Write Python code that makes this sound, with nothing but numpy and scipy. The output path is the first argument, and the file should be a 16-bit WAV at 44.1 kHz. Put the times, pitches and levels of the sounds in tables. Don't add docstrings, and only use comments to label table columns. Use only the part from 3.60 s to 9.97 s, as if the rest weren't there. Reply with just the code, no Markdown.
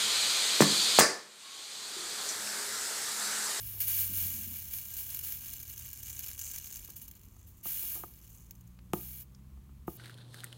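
import sys
import numpy as np
from scipy import signal
from scipy.fft import rfft, irfft
from scipy.io import wavfile
from scipy.ndimage import uniform_filter1d

SR = 44100
rng = np.random.default_rng(int(sys.argv[2]) if len(sys.argv) > 2 else 0)


def output_pcm(signal):
    pcm = np.clip(np.atleast_2d(signal).T, -1, 1) * 32767
    wavfile.write(sys.argv[1], SR, np.round(pcm).astype(np.int16))


N = 281049

# start_s, fizz_db, attack_s, hold_s, release_db_per_s
FLARES = [(0.208, -31, 0.004, 0.02, 250), (0.261, -30, 0.021, 0.092, 140), (0.343, -28.5, 0.052, 0.059, 87),
          (0.509, -31.5, 0.057, 0.12, 51), (1.102, -40.5, .03, 0.076, 130), (1.366, -38.5, 0.017, .04, 127),
          (1.62, -40.5, 0.019, 0.12, 150), (3.356, -47, 0.0068, 0.014, 350),
          (3.411, -47.5, .005, 0.014, 400), (3.86, -57, 0.017, 0.019, 175.5), (3.962, -63, .01, 0.019, 500),
          (4.028, -35, 0.044, 0.33, 126), (4.671, -63, .03, 0.08, 110), (5.331, -44.5, 0.0028, 0.29, 800),
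          (6.27, -52.5, 0.0052, .1, 145)]
FLARE_SAG_DB_PER_S = 8
# time_s, fizz_db, bubble_ring_db
OPENING = (0.34, -41.5, -59.5)
# time_s, fizz_db, bubble_ring_db
SIMMER = [(0.76, -42.5, -52.5), (0.88, -42.5, -56.5), (1.16, -42.5, -55.5), (1.28, -45, -56),
          (1.57, -42.5, -56), (1.72, -45.5, -58.5), (1.98, -49, -59), (2.13, -47.5, -57),
          (2.35, -48.5, -56.5), (2.54, -47, -53), (2.7, -46, -57), (2.84, -47.5, -49), (2.98, -46, -53.5),
          (3.14, -51, -56.5), (3.3, -52, -62), (3.38, -57, -62.5), (3.51, -61, -72.5), (3.8, -69, -73.5)]
# time_s, fizz_db, bubble_ring_db
LAST_SIMMER = [(4.46, -68, -77), (4.552, -59.5, -72.5), (4.774, -65.5, -69), (4.958, -71, -77.5),
               (5.128, -74, -81.5), (5.3, -78, -85)]
FRESH_FOR_S = 2.7
DRY_AT_S, DRYING_DB_PER_S = 4.8, 3.5
FLARE_RING_DB = -16.5
# bursts_per_s, lower_hiss_db (re fizz)
FRESH = (7400, -15.5)
# bursts_per_s, lower_hiss_db (re fizz)
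SPENT = (480, -9)
# frequency_hz, level_db
FIZZ = [(400, -27), (800, -24), (1500, -21.5), (2600, -15.5), (4400, -20.5), (5500, -14), (6500, -23.5),
        (8200, -7), (10000, -12), (12000, -5.5), (14300, 0.5), (16000, -1)]
# frequency_hz, boost_db
GAP = [(1620, 8.5), (2330, 8.5), (2900, 11.5), (3330, 9), (3750, 7.5), (4180, 12), (4600, 11), (5300, 8.5),
       (6380, 16.5), (7400, 17), (8850, 8), (9480, 13.5), (10100, 12), (10690, 10), (11280, 9.5),
       (11660, 7.5), (12030, -6), (12340, 11.5), (12740, 2.5), (13090, 0), (14150, 6), (14500, -1.5),
       (14900, 6.5)]
GAP_WIDTH_HZ = 153
# frequency_hz, level_db
BUBBLE = [(3000, -31), (5600, -14), (6200, 0.5), (6900, -1), (7450, 0), (8100, -10), (9000, -6.5),
          (10500, -13), (16000, -40.5)]
# start_s, crack_peak_db, sputter_db
SPITS = [(0.2039, -18, -26), (1.1358, -22, -32), (1.1852, -25, -35), (1.3379, -28, -37), (1.3678, -24, -35),
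         (1.503, -24, -35), (1.5464, -26, -34), (1.5898, -25, -33), (1.722, -24, -32), (1.9355, -27, -37),
         (2.0004, -31, -40), (2.0288, -30, -38), (2.0971, -30, -40), (2.1774, -32, -39), (2.3311, -25, -41),
         (2.4309, -29, -39), (2.4997, -25, -39), (2.5925, -21, -35), (2.6873, -24, -39), (2.7926, -23, -37),
         (2.8145, -24, -40), (2.9143, -23, -39), (2.9846, -24, -37), (3.0435, -28, -43), (3.1253, -28, -40),
         (3.1587, -26, -39), (3.2475, -30, -43), (3.3019, -31, -42), (3.3643, -34, -42), (3.4181, -33, -45),
         (3.4805, -32, -43), (3.5124, -34, -45), (4.9092, -31, -43), (4.9521, -49, -59), (5.0095, -47, -58),
         (5.0744, -48, -59)]
SPIT_S, SPIT_RISE_S = .0027, .0005
SHARP_CREST_DB, SOFTER_DB_PER_DOUBLING = 12.5, 10
SMALL_SPITS_PER_S, SMALL_SPIT_DB, SMALL_SPIT_S = 14, 7, .0025
SMALL_CREST_DB = 8.5
# start_s, peak_db, lowest_hz, contact_cut_hz, scuff_s
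KNOCKS = [(0.141, -54.5, 393, 1200, 0.006), (0.172, -53.5, 500, 1400, 0.0035),
          (3.286, -49.5, 550, 1410, 0.011), (3.764, -57, 1205, 1500, 0.0018),
          (4.056, -38, 279, 2200, 0.0071), (4.232, -50, 698, 1297, 0.015), (4.352, -46.5, 302, 1800, 0.037),
          (4.436, -31, 1400, 1760, 0.0019), (5.3342, -19, 109, 8900, .0001),
          (5.973, -56, 1200, 1518, 0.0016), (6.092, -56.5, 1600, 2070, 0.002),
          (6.279, -25, 99, 1670, 0.0001)]
# frequency_hz, level_db
SHADE = [(60, -3.5), (170, 1.5), (250, -2.5), (355, 3.5), (470, -6), (600, -15.5), (760, -3), (1000, -15),
         (1220, -7.5), (1550, -22.5), (2100, -24), (2900, -20), (4500, -37.5), (9000, -23.5), (16000, -40)]
# frequency_hz, level_db, t60_s
SHADE_MODES = [(345, -44, 0.2), (710, -48, 0.092), (1264, -40, 0.039)]
# start_s, peak_db, pitch_hz
TICKS = [(5.189, -52.5, 2100), (5.19, -53, 4000), (5.748, -49, 5700), (2, -55, 3700)]
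# start_s, level_db
BUMPS = [(0.495, -46.5), (0.508, -56), (0.573, -55.5), (0.614, -54), (0.65, -51), (0.711, -50),
         (.73, -51.5), (0.78, -47.5), (.868, -47), (0.911, -50)]
START_HZ, IDLE_HZ, COAST_S = 52, 37.33, 1.17
PULL_AT_S, PULL_HZ_PER_S = 2.75, 8.8
# time_s, level_db
ENGINE_LEVEL = [(0, -54), (.7, -49.5), (1.2, -56.5), (2.4, -54), (2.8, -56.5), (4.0, -65.5), (5.2, -57.5),
                (6.37, -52)]
# frequency_hz, level_db
WALLS = [(40, -18), (50, -12), (60, 2), (70, -2.5), (79, -4), (86, -3.5), (95, 1), (104, 0), (122, -1.5),
         (136, -8), (180, 2.5), (220, -12)]
# frequency_hz, level_db
ROOM = [(15, -44), (25, -13.5), (40, -3), (62, 3), (95, -4.5), (130, -8), (210, -11), (300, -19),
        (420, -25.5), (700, -33.5), (1150, -29), (1500, -44), (3000, -68)]
# frequency_hz, level_db
HISS = [(300, -18), (1200, -4), (2500, -4), (5000, -9), (10000, -7), (16000, -4.5)]
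RUMBLE_DB, HISS_DB = -57, -70.5
CUTOFF_HZ = 15850


def flares():
    power = np.zeros(N)
    for s, db, attack, hold, release in FLARES:
        age = np.maximum(np.arange(N) / SR - s, 0)
        fall = FLARE_SAG_DB_PER_S * age + release * np.maximum(age - hold, 0)
        swell = np.minimum(age / attack, 1)
        power += (swell * from_db(db - fall)) ** 2
    return power


def boil(simmer_db=-0.5, ring_db=-1.0, spent_ring_db=2.0, surge_db=2.4, surges_per_s=25):
    t = np.arange(N) / SR
    dried = np.minimum(t / FRESH_FOR_S, 1)
    swing = surge_db * drift(surges_per_s) - DRYING_DB_PER_S * np.maximum(t - DRY_AT_S, 0)
    main_pool, remnant = in_time([OPENING] + SIMMER), in_time(LAST_SIMMER)
    pool_db, pool_ring_db = np.where(t < LAST_SIMMER[0][0], main_pool, remnant) + swing

    pool = from_db(pool_db + simmer_db) ** 2
    flaring = flares()
    pool_rings = from_db(pool_ring_db + ring_db + spent_ring_db * dried) ** 2
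    rings = pool_rings + flaring * from_db(FLARE_RING_DB) ** 2
    fizz = pool + flaring
    spent = dried * pool / fizz
    return 10 * np.log10(fizz), pool_db, 10 * np.log10(rings / fizz), spent


def bubbling(spent):
    per_s = FRESH[0] * (SPENT[0] / FRESH[0]) ** spent
    lower_db = FRESH[1] + spent * (SPENT[1] - FRESH[1])
    return per_s, lower_db


def froth(per_s, spread_db, vent_s, vapour):
    born = rng.random(N) < per_s / SR
    energy = born * from_db(spread_db * np.minimum(rng.exponential(1, N), 3.5)) ** 2
    jet_power = signal.lfilter([1], [1, -np.exp(-2 / (vent_s * SR))], energy)
    jets = np.sqrt(jet_power + 1e-12) * rng.standard_normal(N)
    return evened(jets, window_s=0.035) + np.sqrt(vapour) * rng.standard_normal(N)


def sizzle(level_db, per_s, lower_db, bubble_db, fizz_db=2.0, ring_db=2.0, large_share=.35, large_db=-4.5):
    tiny = froth(per_s, spread_db=3.5, vent_s=0.0007, vapour=0.04)
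    large = froth(per_s * large_share, spread_db=3.0, vent_s=0.0011, vapour=0.3)
    spray = coloured(tiny + from_db(large_db) * large, FIZZ, GAP)
    high = butter(spray, 10100, "high", order=4)
    low = butter(spray, 6670, "low", order=6)
    fizz = from_db(fizz_db) * evened(high, window_s=0.11)
    hiss = from_db(lower_db) * evened(low, window_s=0.13)
    rings = from_db(bubble_db + ring_db) * evened(coloured(large, BUBBLE), window_s=0.048)
    return from_db(level_db) * (fizz + hiss + rings)


def spit_jet(peak_db, sputter_db, length_s, lumpy_db=3.5, lumps_per_s=1400):
    jet = puff(length_s)
    age = np.arange(len(jet)) / SR
    lumps = np.interp(age * lumps_per_s, np.arange(256), 2 * rng.random(256) - 1)
    jet = jet * (1 - np.exp(-age / SPIT_RISE_S)) * from_db(2 * lumpy_db * lumps)
    jet = jet * from_db(sputter_db) * np.sqrt(length_s * SR / 2 / np.sum(jet ** 2))
    jet[0] = from_db(peak_db)
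    return jet


def spits(pool_db, bubble_db, sputter_trim_db=5.0, crack_trim_db=8.5, bright_db=-5.0, ring_db=8.0):
    events = []
    for s, peak, sputter in SPITS:
        softness_db = SHARP_CREST_DB - (peak - sputter)
        events.append((s, peak, sputter, SPIT_S * 2 ** (softness_db / SOFTER_DB_PER_DOUBLING)))
    for i in rng.integers(0, N, int(SMALL_SPITS_PER_S * N / SR)):
        peak = pool_db[i] + SMALL_SPIT_DB
        events.append((i / SR, peak, peak - SMALL_CREST_DB, SMALL_SPIT_S))

    jets = np.zeros(N)
    for s, peak, sputter, length_s in events:
        add(jets, s, spit_jet(peak + crack_trim_db, sputter + sputter_trim_db, length_s))
    spray = coloured(jets, FIZZ, GAP)
    bright = from_db(bright_db) * butter(spray, 10000, "high", order=1)
    rings = from_db(ring_db + bubble_db) * coloured(jets, BUBBLE)
    return spray + bright + rings


def bending(x, lag_s=0.00456, corner_hz=420):
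    hz = np.fft.rfftfreq(2 * len(x), 1 / SR)
    phase = 2 * np.pi * lag_s * corner_hz * np.log1p(hz / corner_hz)
    return irfft(rfft(x, 2 * len(x)) * np.exp(-1j * phase))[:len(x)]


def knocks(return_s=0.00557, return_db=-10.0, return_hz=1800, drag_db=-42, drag_s=0.037, drag_hz=800):
    out = np.zeros(N)
    for s, db, low_hz, contact_hz, scuff_s in KNOCKS:
        push = puff(scuff_s) * (rng.random(4096) < .03) / 2
        push[0] = 1
        push = push + from_db(drag_db) * butter(puff(drag_s), drag_hz, "low")
        push = butter(push, low_hz, "high", order=1)
        push = butter(push, min(contact_hz, 18000), "low", order=3)
        wave = bending(coloured(push, SHADE))
        add(wave, return_s, from_db(return_db) * butter(wave, return_hz, "low", order=1))
        modes = 0
        for hz, mode_db, t60_s in SHADE_MODES:
            modes = modes + ring(wave, hz, t60_s) * from_db(mode_db) * 2 * np.pi * hz / SR
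        wave = wave + modes
        add(out, s, from_db(db) * wave / np.abs(wave).max())
    return out


def ticks(t60_s=0.00295):
    out = np.zeros(N)
    for s, db, hz in TICKS:
        tick = ring(puff(0.0026), hz, t60_s)
        add(out, s, from_db(db) * tick / np.abs(tick).max())
    return out


def bumps(low_hz=165, high_hz=260, length_s=0.043, level_db=1.5):
    out = np.zeros(N)
    for s, db in BUMPS:
        thud = butter(puff(length_s), [low_hz, high_hz], "band")
        add(out, s, from_db(db + level_db) * thud / np.abs(thud).max())
    return out


def workshop(x, wet_db, t60_s, size=16384):
    tail = rng.standard_normal(size) * from_db(-60 * np.arange(size) / (SR * t60_s))
    tail[:SR // 250] = 0
    tail = tail / np.sqrt(np.sum(tail ** 2))
    return x + from_db(wet_db) * signal.oaconvolve(x, tail)[:N]


def engine(waver_db=2.5, wobble_rad=0.12, third_db=-6.5):
    t = np.arange(N) / SR
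    coast = (START_HZ - IDLE_HZ) * np.exp(-np.minimum(t, PULL_AT_S) / COAST_S)
    pull = PULL_HZ_PER_S * np.maximum(t - PULL_AT_S, 0)
    hz = IDLE_HZ + coast + pull
    phase = 2 * np.pi * np.cumsum(hz) / SR + wobble_rad * drift(36)
    level_db, = in_time(ENGINE_LEVEL)
    wall_hz, wall_db = np.transpose(WALLS)
    out = np.zeros(N)
    for order, order_db in enumerate((0, 0, third_db), 1):
        heard_db = level_db + order_db + np.interp(order * hz, wall_hz, wall_db) + waver_db * drift(23)
        out += np.sqrt(2) * from_db(heard_db) * np.sin(order * phase)
    return out


def background():
    rumble = rms_one(coloured(rng.standard_normal(N), ROOM))
    hiss = rms_one(coloured(rng.standard_normal(N), HISS))
    return from_db(RUMBLE_DB) * rumble + from_db(HISS_DB) * hiss


def from_db(db):
    return 10 ** (np.asarray(db) / 20)


def rms_one(x):
    return x / np.sqrt(np.mean(x ** 2) + 1e-20)


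def evened(x, window_s):
    return x / np.sqrt(np.maximum(uniform_filter1d(x ** 2, int(window_s * SR)), 1e-12))


def in_time(rows):
    s, *columns = np.transpose(rows)
    return [np.interp(np.arange(N) / SR, s, c) for c in columns]


def drift(rate_hz):
    knots = rng.standard_normal(2048)
    return np.interp(np.arange(N) / SR * rate_hz, np.arange(len(knots)), knots)


def butter(x, hz, kind, order=2):
    return signal.sosfilt(signal.butter(order, hz, kind, fs=SR, output="sos"), x + 1e-18)


def coloured(x, spectrum, peaks=(), size=8192):
    hz = np.maximum(np.fft.rfftfreq(size, 1 / SR), 1)
    points_hz, levels_db = np.transpose(spectrum)
    db = np.interp(np.log(hz), np.log(points_hz), levels_db)
    for centre_hz, peak_db in peaks:
        db = db + peak_db / (1 + (2 * (hz - centre_hz) / GAP_WIDTH_HZ) ** 2)
    cepstrum = irfft(np.log(from_db(db)))[:size // 2]
    cepstrum[0] /= 2
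    response = irfft(np.exp(rfft(2 * cepstrum, size)))
    return signal.oaconvolve(x, response)[:N]


def ring(clicks, hz, t60_s):
    r = from_db(-60 / (t60_s * SR))
    w = 2 * np.pi * hz / SR
    return signal.lfilter([0, np.sin(w)], [1, -2 * r * np.cos(w), r * r], clicks + 1e-18)


def puff(length_s, size=4096):
    return rng.standard_normal(size) * np.exp(-np.arange(size) / (SR * max(length_s, 1 / SR)))


def add(out, s, sound):
    i = max(round(s * SR), 0)
    out[i:i + len(sound)] += sound[:max(len(out) - i, 0)]


def scene():
    level_db, pool_db, bubble_db, spent = boil()
    per_s, lower_db = bubbling(spent)
    boiling = sizzle(level_db, per_s, lower_db, bubble_db) + spits(pool_db, bubble_db)
    flux = workshop(boiling, wet_db=-23.0, t60_s=0.12)
    handling = workshop(knocks() + ticks() + bumps(), wet_db=-25.5, t60_s=0.59)
    behind = engine() + background()
    return (flux + handling + behind)[None]


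def record(dry):
    return signal.sosfilt(signal.ellip(12, .2, 80, CUTOFF_HZ, fs=SR, output="sos"), dry)


dry = scene()
out = record(dry)
output_pcm(out)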